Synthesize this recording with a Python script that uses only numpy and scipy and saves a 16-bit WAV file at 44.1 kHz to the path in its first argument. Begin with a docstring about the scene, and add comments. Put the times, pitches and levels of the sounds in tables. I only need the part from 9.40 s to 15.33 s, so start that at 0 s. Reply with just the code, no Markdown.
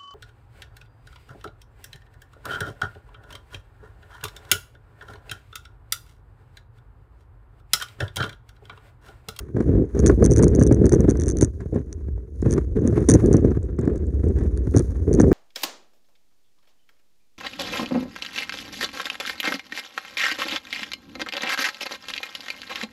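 """A kick scooter rolls along a concrete sidewalk, the microphone riding on its handlebar.
It starts on smooth ground, soon meets two seconds of joints and rough stretches, coasts for about a second,
is knocked again, with small metal pings in the next calm, and ends on harder knocks.
Throughout, random impacts of grit drive the filtered frame into a rumble and crunch, and pebbles knock it;
a loose fitting, made of filtered noise bursts and decaying modes, chatters in bright runs when shaken."""
import sys
import numpy as np
from scipy import signal
from scipy.fft import rfft, irfft, next_fast_len
from scipy.io import wavfile
from scipy.ndimage import uniform_filter1d, minimum_filter1d, map_coordinates

SR = 44100
rng = np.random.default_rng(int(sys.argv[2]) if len(sys.argv) > 2 else 0)


def store_pcm(level_fs):
    """Save levels as 16-bit WAV."""
    pcm = np.round(np.clip(level_fs, -1, 1) * 32767).astype(np.int16)
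    wavfile.write(sys.argv[1], SR, np.atleast_2d(pcm).T)


N = 261513


def amp(db):
    """Logarithmic level: decibels become an amplitude gain."""
    return 10 ** (np.asarray(db) / 20)


def unit(x):
    """Normalization of energy: scale to rms 1."""
    return x / np.sqrt(np.mean(x ** 2) + 1e-20)


def curves(rows):
    """Linear interpolation: one value per sample for each column after the time."""
    s, *columns = np.transpose(rows)
    return [np.interp(np.arange(N) / SR, s, column) for column in columns]


def wobble(rate):
    """Slow random modulation: a smooth curve through `rate` random knots a second."""
    knots = rng.standard_normal(int(N * rate / SR) + 4)
    return map_coordinates(knots, [np.arange(N) * rate / SR])


def body(spectrum, size=8192):
    """Minimum phase: the causal impulse response, of energy 1, of a body with this spectrum."""
    hz, db = np.transpose(spectrum)
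    bins_hz = np.fft.rfftfreq(size, 1 / SR)
    gain = amp(np.interp(np.log(bins_hz + 1), np.log(hz), db))
    cepstrum = irfft(np.log(gain))
    # folding the cepstrum onto positive times makes the response causal
    fold = 1 + np.sign(size / 2 - np.arange(size)) * (np.arange(size) > 0)
    response = irfft(np.exp(rfft(cepstrum * fold)))[:size // 2]
    return response / np.linalg.norm(response)


def through(x, response):
    """Linear filtering: an excitation convolved with an impulse response."""
    return signal.fftconvolve(x, response)[:len(x)]


def running_rms(x, seconds):
    """Short-term level: the root of the energy averaged over a moving window."""
    window = max(int(seconds * SR), 1)
    return np.sqrt(np.abs(uniform_filter1d(x ** 2, window)) + 1e-12)


def peaking(x, seconds):
    """Normalization of the peak: the loudest stretch of this length gets rms 1."""
    return x / running_rms(x, seconds).max()


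def add(track, s, x):
    """Superposition: mix x into the track at time s."""
    part = track[max(round(s * SR), 0):][:len(x)]
    part += x[:len(part)]


def grit(rate, spread_db):
    """Shot noise: random little impacts, on average `rate` a second, of uneven size, at rms 1."""
    struck = rng.random(N) < rate / SR
    strength = rng.standard_normal(N) * amp(spread_db * rng.standard_normal(N))
    return unit(struck * strength)


def ring(modes, t, scatter_db):
    """Modal decay: damped sinusoids, struck at new strengths and phases each time."""
    total = 0
    for hz, db, t60 in modes:
        decay = amp(db + scatter_db * rng.standard_normal() - 60 * t / t60)
        total = total + decay * np.sin(2 * np.pi * hz * t + rng.uniform(0, 2 * np.pi))
    return total


# Rumbling frame. Each row: frequency in Hz, relative spectral level in dB.
FRAME_SPECTRUM = [(40, -49), (75, -6), (110, 4.5), (200, -0.5), (300, 1), (420, 0.5), (500, -9), (600, -20),
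                  (720, -27.5), (1200, -59.5), (3000, -90)]
# Grit crushed under the wheels. Each row: frequency in Hz, relative spectral level in dB.
CRUNCH_SPECTRUM = [(250, -31.5), (620, -8), (1000, 0), (1350, -2.5), (1700, -2), (2200, -11.5), (3000, -23),
                   (3600, -20.5), (5000, -32.5), (9000, -32.5), (16000, -70)]
# Metal fizzing as the wheels roll. Each row: frequency in Hz, relative spectral level in dB.
FIZZ_SPECTRUM = [(2500, -44), (3600, -15), (5200, -14), (6500, -3), (7600, -17), (9700, -8.5),
                 (11200, -18.5), (14000, -28.5), (15500, -23.5)]
# Wheels and bearings hissing. Each row: time in seconds, level in dB before a trim.
BEARING_HISS = [(0, -69), (.12, -84), (.22, -68), (.48, -78), (.6, -59.5), (1.1, -73.5), (1.6, -64.5),
                (1.95, -73), (2.4, -74), (2.86, -84), (3.1, -60), (3.3, -78.5), (3.58, -59.5),
                (3.78, -57.5), (4.34, -82.5), (4.98, -67), (5.22, -72.5), (5.37, -54.5), (5.55, -68.5),
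                (5.93, -59)]
HISS_OVER_CRUNCH_DB = -20  # the metal fizzes along with the crunch


def rolling(rumble_gain, crunch_gain):
    """Roughness excitation: the concrete's grain drums the frame, crunches and makes the metal fizz."""
    hiss_db, = curves(BEARING_HISS)
    hiss_gain = np.hypot(amp(hiss_db + 1), amp(HISS_OVER_CRUNCH_DB) * crunch_gain)

    clumps = wobble(65)
    road = grit(rate=1600, spread_db=2.5) * amp(1.8 * clumps)
    rumble = through(road, body(FRAME_SPECTRUM))
    rumble = rumble / running_rms(rumble, 0.051)

    # sand is crushed in short flurries, which reach up into the treble
    flurry_db = 3.5 * clumps + 2.8 * wobble(170)
    sand = grit(rate=9000, spread_db=2.5) * amp(flurry_db)
    crunch = through(0.29 * road + sand, body(CRUNCH_SPECTRUM))
    crunch = crunch / running_rms(crunch, 0.25)

    fizz = through(grit(rate=23000, spread_db=8.0), body(FIZZ_SPECTRUM))
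    fizz = fizz * unit(amp(flurry_db / 2))
    return amp(-0.2) * rumble_gain * rumble + crunch_gain * crunch + hiss_gain * fizz


# Coasting on smooth concrete.
# Each row: time in seconds, frame rumble in dB before a trim, grit crunch in dB.
SMOOTH_GROUND = [(0, -43.5, -56.5), (.11, -39.5, -67.5), (.5, -40.5, -60.5), (1.35, -18, -54),
                 (2.08, -42.5, -72), (2.5, -40.5, -67.5), (2.9, -46, -74), (3.3, -37, -67),
                 (3.75, -31.5, -44.5), (4.33, -34, -63.5), (4.6, -31, -63), (5.2, -32.5, -62.5),
                 (5.55, -35, -59), (5.93, -25, -67)]
# Rough stretches. Each row: start in seconds (the middle of the rise), length in seconds,
# frame rumble in dB before a trim, grit crunch in dB.
ROUGH_STRETCHES = [(0.159, 0.066, -21, -48), (0.259, 0.17, -17.5, -54), (0.548, 0.1, -19.5, -47),
                   (0.634, 0.084, -13.5, -46), (0.777, 0.16, -15.5, -50.5), (0.821, 0.023, -10, -43.5),
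                   (.97, .11, -13.5, -47.5), (1.112, 0.22, -16.5, -49), (1.412, 0.059, -15.5, -49),
                   (1.514, 0.14, -16, -49), (1.677, 0.026, -12.5, -41.5), (1.744, 0.21, -24, -57),
                   (1.961, 0.091, -24.5, -55), (2.198, 0.04, -34, -54), (2.337, 0.046, -19.5, -50),
                   (3.046, 0.14, -20.5, -47), (3.354, 0.21, -20.5, -52), (3.535, 0.09, -19.5, -44),
                   (3.681, 0.082, -12, -45), (3.82, 0.16, -15, -49.5), (4.015, 0.1, -19, -49.5),
                   (4.388, 0.17, -24, -51.5), (4.833, 0.076, -22, -54.5), (4.955, 0.11, -25.5, -52),
                   (5.337, 0.07, -18.5, -46), (5.669, 0.1, -20.5, -54), (5.741, 0.15, -14.5, -49.5)]
ATTACK_S, RELEASE_DB_PER_S = 0.008, 420  # rolling onto and off a rough stretch


def pavement():
    """Envelope of excitation: smooth coasting, with a quick swell of rumble and crunch on rough ground."""
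    t = np.arange(N) / SR
    rumble, crunch = amp(curves(SMOOTH_GROUND))
    for s, length, rumble_db, crunch_db in ROUGH_STRETCHES:
        rise = np.clip((t - s) / ATTACK_S + .5, 0, 1)
        swell = rise * amp(-RELEASE_DB_PER_S * np.maximum(t - s - length, 0))
        rumble = np.maximum(rumble, amp(rumble_db) * swell)
        crunch = np.maximum(crunch, amp(crunch_db) * swell)
    return rumble, crunch


# A wheel cracking against a hard edge. Each row: frequency in Hz, relative spectral level in dB.
CRACK_SPECTRUM = [(250, -30), (620, 10.5), (800, 0.5), (1050, 0.5), (1350, -4), (1700, -1.5), (2200, -13.5),
                  (3000, -32), (3600, -28.5), (6000, -24.5), (9000, -28), (12000, -64)]
# Wheels striking joints and stones.
# Each row: time in seconds, thump in dB and crack in dB, both before a trim.
JOINTS_AND_STONES = [(0.145, -11, -52), (0.166, -24.5, -29.5), (0.205, -8.5, -30.5), (0.396, -7.5, -62),
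                     (0.549, -19.5, -45), (0.697, 1.5, -18.5), (0.825, 1, -25.5), (0.896, -6, -43),
                     (0.995, -6, -28.5), (1.034, -2, -25.5), (1.066, -3.5, -32), (1.187, -2.5, -41),
                     (1.214, 2, -23), (1.312, 5, -30), (1.415, -3.5, -48), (1.441, -2.5, -30),
                     (1.518, -10, -29.5), (1.535, 1, -26), (1.686, -13, -33), (1.754, -19, -37),
                     (2.012, -10, -42), (2.024, 1.5, -21.5), (2.205, -32, -42), (2.257, -20.5, -50),
                     (2.326, -12.5, -49), (2.36, -7, -38), (2.684, -21, -45.5), (2.778, -33, -48.5),
                     (3.025, -10, -40.5), (3.061, -6.5, -34.5), (3.179, -9.5, -28), (3.387, -9, -41),
                     (3.453, -6, -48), (3.577, -7.5, -23.5), (3.69, -5.5, -24.5), (3.751, -0.5, -28),
                     (3.839, -3.5, -50), (3.943, 5, -19.5), (4.046, -2, -30), (4.116, -10, -38),
                     (4.171, -9, -40.5), (4.388, -8.5, -35.5), (4.475, -6, -33.5), (5.272, -11, -42),
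                     (5.346, -6, -41), (5.365, 1.5, -28.5), (5.677, -12.5, -40.5), (5.8, 2.5, -16),
                     (5.839, -5.5, -27.5), (5.916, -1, -25)]


def knocks(blows=JOINTS_AND_STONES):
    """Impact excitation: a firm push and a brief shudder thump the frame, with a gritty crack on top."""
    out, t = np.zeros(N), np.arange(SR // 8) / SR
    frame, wheel = body(FRAME_SPECTRUM), body(CRACK_SPECTRUM)
    for s, thump_db, crack_db in blows:
        shudder, scrape = rng.standard_normal((2, len(t)))
        push = np.exp(-((t - .003) / .0003) ** 2)
        jolt = 0.17 * unit(push) + unit(shudder * t * amp(-60 * t / 0.018))
        thump = peaking(through(jolt, frame), 0.002)
        crack = peaking(through(scrape * t * amp(-60 * t / 0.019), wheel), 0.0015)
        add(out, s - .002, amp(thump_db - 4.0) * thump + amp(crack_db - 0.5) * crack)
    return out


PEBBLES_PER_S = 6
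# thump and crack over the rolling gains, before the trims in knocks(), and their shared spread
PEBBLE_THUMP_DB, PEBBLE_CRACK_DB, PEBBLE_SPREAD_DB = 7.5, 10.5, 2.5


def pebbles(rumble_gain, crunch_gain):
    """Random impacts: stray pebbles knock the wheels, harder where the pavement is rough."""
    at = rng.integers(0, N, round(PEBBLES_PER_S * N / SR))
    spread_db = PEBBLE_SPREAD_DB * rng.standard_normal(len(at))
    thump_db, crack_db = 20 * np.log10([rumble_gain[at], crunch_gain[at]]) + spread_db
    return knocks(np.transpose([at / SR, thump_db + PEBBLE_THUMP_DB, crack_db + PEBBLE_CRACK_DB]))


# Low resonance of the stem. Each row: frequency in Hz, relative spectral level in dB.
STEM_SPECTRUM = [(15, -37.5), (30, -22.5), (42, -13.5), (55, -1), (76, 2.5), (95, -6), (125, -18),
                 (200, -56.5), (400, -82.5), (1500, -120)]
# The stem swaying on the wheels. Each row: time in seconds, level in dB before a trim.
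STEM_SWAY = [(0, -30.5), (.1, -45), (.36, -15), (.48, -38.5), (.6, -17.5), (1.4, -19.5), (2, -23),
             (2.15, -32), (2.5, -35), (2.76, -24), (2.87, -42.5), (3.02, -24.5), (3.55, -25.5), (3.8, -21),
             (4.1, -22.5), (4.4, -29), (4.85, -19.5), (5.55, -24), (5.93, -18.5)]


def stem():
    """Resonance: the long stem, driven by noise, shudders at its low natural frequency."""
    sway_db, = curves(STEM_SWAY)
    shudder = through(rng.standard_normal(N), body(STEM_SPECTRUM))
    return amp(sway_db + 0.13) * shudder / running_rms(shudder, 0.085)


# The loose fitting shaken into runs of bounces.
# Each row: start in seconds, number of contacts, level of the first in dB before a trim.
RATTLE_RUNS = [(.592, 2, -25.5), (.662, 4, -17), (.842, 3, -18.5), (.904, 1, -35), (0.911, 4, -20.5),
               (0.962, 4, -22), (1.026, 3, -20), (1.081, 1, -24), (1.15, 2, -26), (1.196, 3, -26.5),
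               (1.226, 2, -23), (1.266, 2, -24.5), (1.325, 1, -26.5), (1.346, 1, -29), (1.457, 2, -24),
               (1.494, 1, -24.5), (1.523, 4, -21), (1.606, 1, -27), (1.694, 1, -26), (1.701, 2, -22.5),
               (1.772, 1, -35.5), (1.799, 3, -25.5), (1.836, 1, -26.5), (1.86, 2, -31), (1.882, 5, -21.5),
               (1.97, 1, -26), (1.986, 1, -26.5), (2.011, 5, -18.5), (2.528, 1, -28.5), (3.109, 4, -24),
               (3.475, 1, -23.5), (3.688, 4, -12), (3.738, 1, -13.5), (3.747, 2, -25), (3.861, 1, -29),
               (3.929, 2, -24), (3.968, 1, -26), (5.175, 1, -35), (5.364, 4, -19), (5.73, 3, -25.5),
               (5.799, 3, -20)]
BOUNCE_S, BOUNCE_JITTER = .009, 0.12  # mean time between contacts and its scatter (share)
BOUNCE_LOSS_DB, BOUNCE_SPREAD_DB = 1, 2  # mean loss per contact, give or take


def rattle():
    """Repeated impact with loss: uneven bounces, harder ones scuffing longer, then a faint rebound."""
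    out = np.zeros(N)
    for s, contacts, run_db in RATTLE_RUNS:
        for k in range(round(contacts)):
            spread_db = BOUNCE_SPREAD_DB * rng.standard_normal() * (k > 0)
            db = run_db - BOUNCE_LOSS_DB * k + spread_db
            scuff_s = 0.0028 * amp(0.62 * (db + 27.5))
            add(out, s - .0003, amp(db - 2.5) * tick(scuff_s))
            s = s + BOUNCE_S * (1 + BOUNCE_JITTER * rng.standard_normal())
        add(out, s, amp(db - 24.5) * tick(scuff_s))
    return out


# Buzz of the fitting, before its random colouring.
# Each row: frequency in Hz, relative spectral level in dB.
FITTING_SPECTRUM = [(500, -30.5), (1700, -6.5), (3050, -28), (3550, -16), (4050, -20.5), (4550, -13),
                    (5100, -18.5), (6000, 6.5), (6500, 4.5), (7600, -16), (8700, -4), (10100, -11.5),
                    (11200, -34.5), (15300, -45)]
# Ringing of the fitting.
# Each row: frequency in Hz, relative level in dB before a random scatter, 60 dB decay time in seconds.
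FITTING_RING = [(6300, -3, .012), (6545, -3, .028), (8730, -1, .028)]


def tick(scuff_s):
    """Contact noise and modal decay: a brief bright buzz, coloured by where the faces meet, rings on."""
    t = np.arange(SR // 20) / SR
    tilt_db = 2.5 * rng.standard_normal()  # per octave above 6200 Hz
    scatter_db = rng.normal(0, 1.5, len(FITTING_SPECTRUM))
    hz, db = np.transpose(FITTING_SPECTRUM)
    octaves_up = np.maximum(np.log2(hz / 6200), 0)
    colour = body(np.transpose([hz, db + tilt_db * octaves_up + scatter_db]), size=1024)
    contact = rng.standard_normal(len(t)) * t * amp(-60 * t / scuff_s)
    after_ring = amp(-22) * ring(FITTING_RING, t, scatter_db=3)
    return peaking(through(contact, colour), 0.00063) + after_ring


JOSTLES_PER_S = 22
JOSTLE_DB, JOSTLE_SPREAD_DB = -3, 2.5  # mean level over the crunch gain and its spread


def jostle(crunch_gain):
    """Random light contact: stray touches of the fitting, firmer on rough ground."""
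    out = np.zeros(N)
    for at in rng.integers(0, N, round(JOSTLES_PER_S * N / SR)):
        touch = amp(JOSTLE_DB + JOSTLE_SPREAD_DB * rng.standard_normal()) * tick(scuff_s=.002)
        add(out, at / SR, crunch_gain[at] * touch)
    return out


# A tap on the small steel part. Each row: frequency in Hz, relative spectral level in dB.
TAP_SPECTRUM = [(2500, -42), (3600, -14.5), (5200, -9), (6400, -1), (7500, -3.5), (9500, -8),
                (11000, -32.5), (15000, -39)]
# Ringing of the small part.
# Each row: frequency in Hz, relative level in dB before a random scatter, 60 dB decay time in seconds.
PING_RING = [(6420, -3, .018), (7470, 0, .032), (8750, -5, .018)]
# The small part pinging on its own. Each row: time in seconds, level in dB before a trim.
PING_TIMES = [(2.206, -50), (2.345, -49), (3.018, -40.5), (4.229, -47.5), (4.39, -44.5), (4.412, -43.5),
              (4.453, -48), (4.557, -45), (4.577, -46), (4.667, -51), (4.841, -50), (4.885, -48),
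              (4.987, -46), (5.036, -50)]


def pings():
    """Free vibration: light taps on a small steel part, which rings on faintly in its modes."""
    out, t = np.zeros(N), np.arange(SR // 12) / SR
    metal = body(TAP_SPECTRUM)
    for s, db in PING_TIMES:
        noise = rng.standard_normal(len(t)) * t * amp(-60 * t / 0.0071)
        tap = peaking(through(noise, metal), 0.00043)
        after_ring = amp(-10) * ring(PING_RING, t, scatter_db=3)
        add(out, s, amp(db - 2) * (tap + after_ring))
    return out


def air():
    """White noise: the faint even hiss of the microphone."""
    return amp(-84) * rng.standard_normal(N)


def scene():
    """Superposition: everything reaches the microphone through the frame, close and dry."""
    rumble_gain, crunch_gain = pavement()
    wheels = rolling(rumble_gain, crunch_gain) + knocks() + pebbles(rumble_gain, crunch_gain)
    metal = stem() + rattle() + jostle(crunch_gain) + pings()
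    return (wheels + metal + air())[None]


TOP_HZ = 15900  # upper band limit


def record(dry):
    """Peak limiting and band limiting: a fast gain dip tames the biggest jolts, then the top is cut."""
    needed = np.minimum(1, .93 / (np.abs(dry) + 1e-9))
    gain = uniform_filter1d(minimum_filter1d(needed, size=400), size=300)
    padded = next_fast_len(N + SR // 2)
    passed = np.fft.rfftfreq(padded, 1 / SR) < TOP_HZ
    return irfft(rfft(dry * gain, padded) * passed, padded)[..., :N]


dry = scene()
out = record(dry)
store_pcm(out)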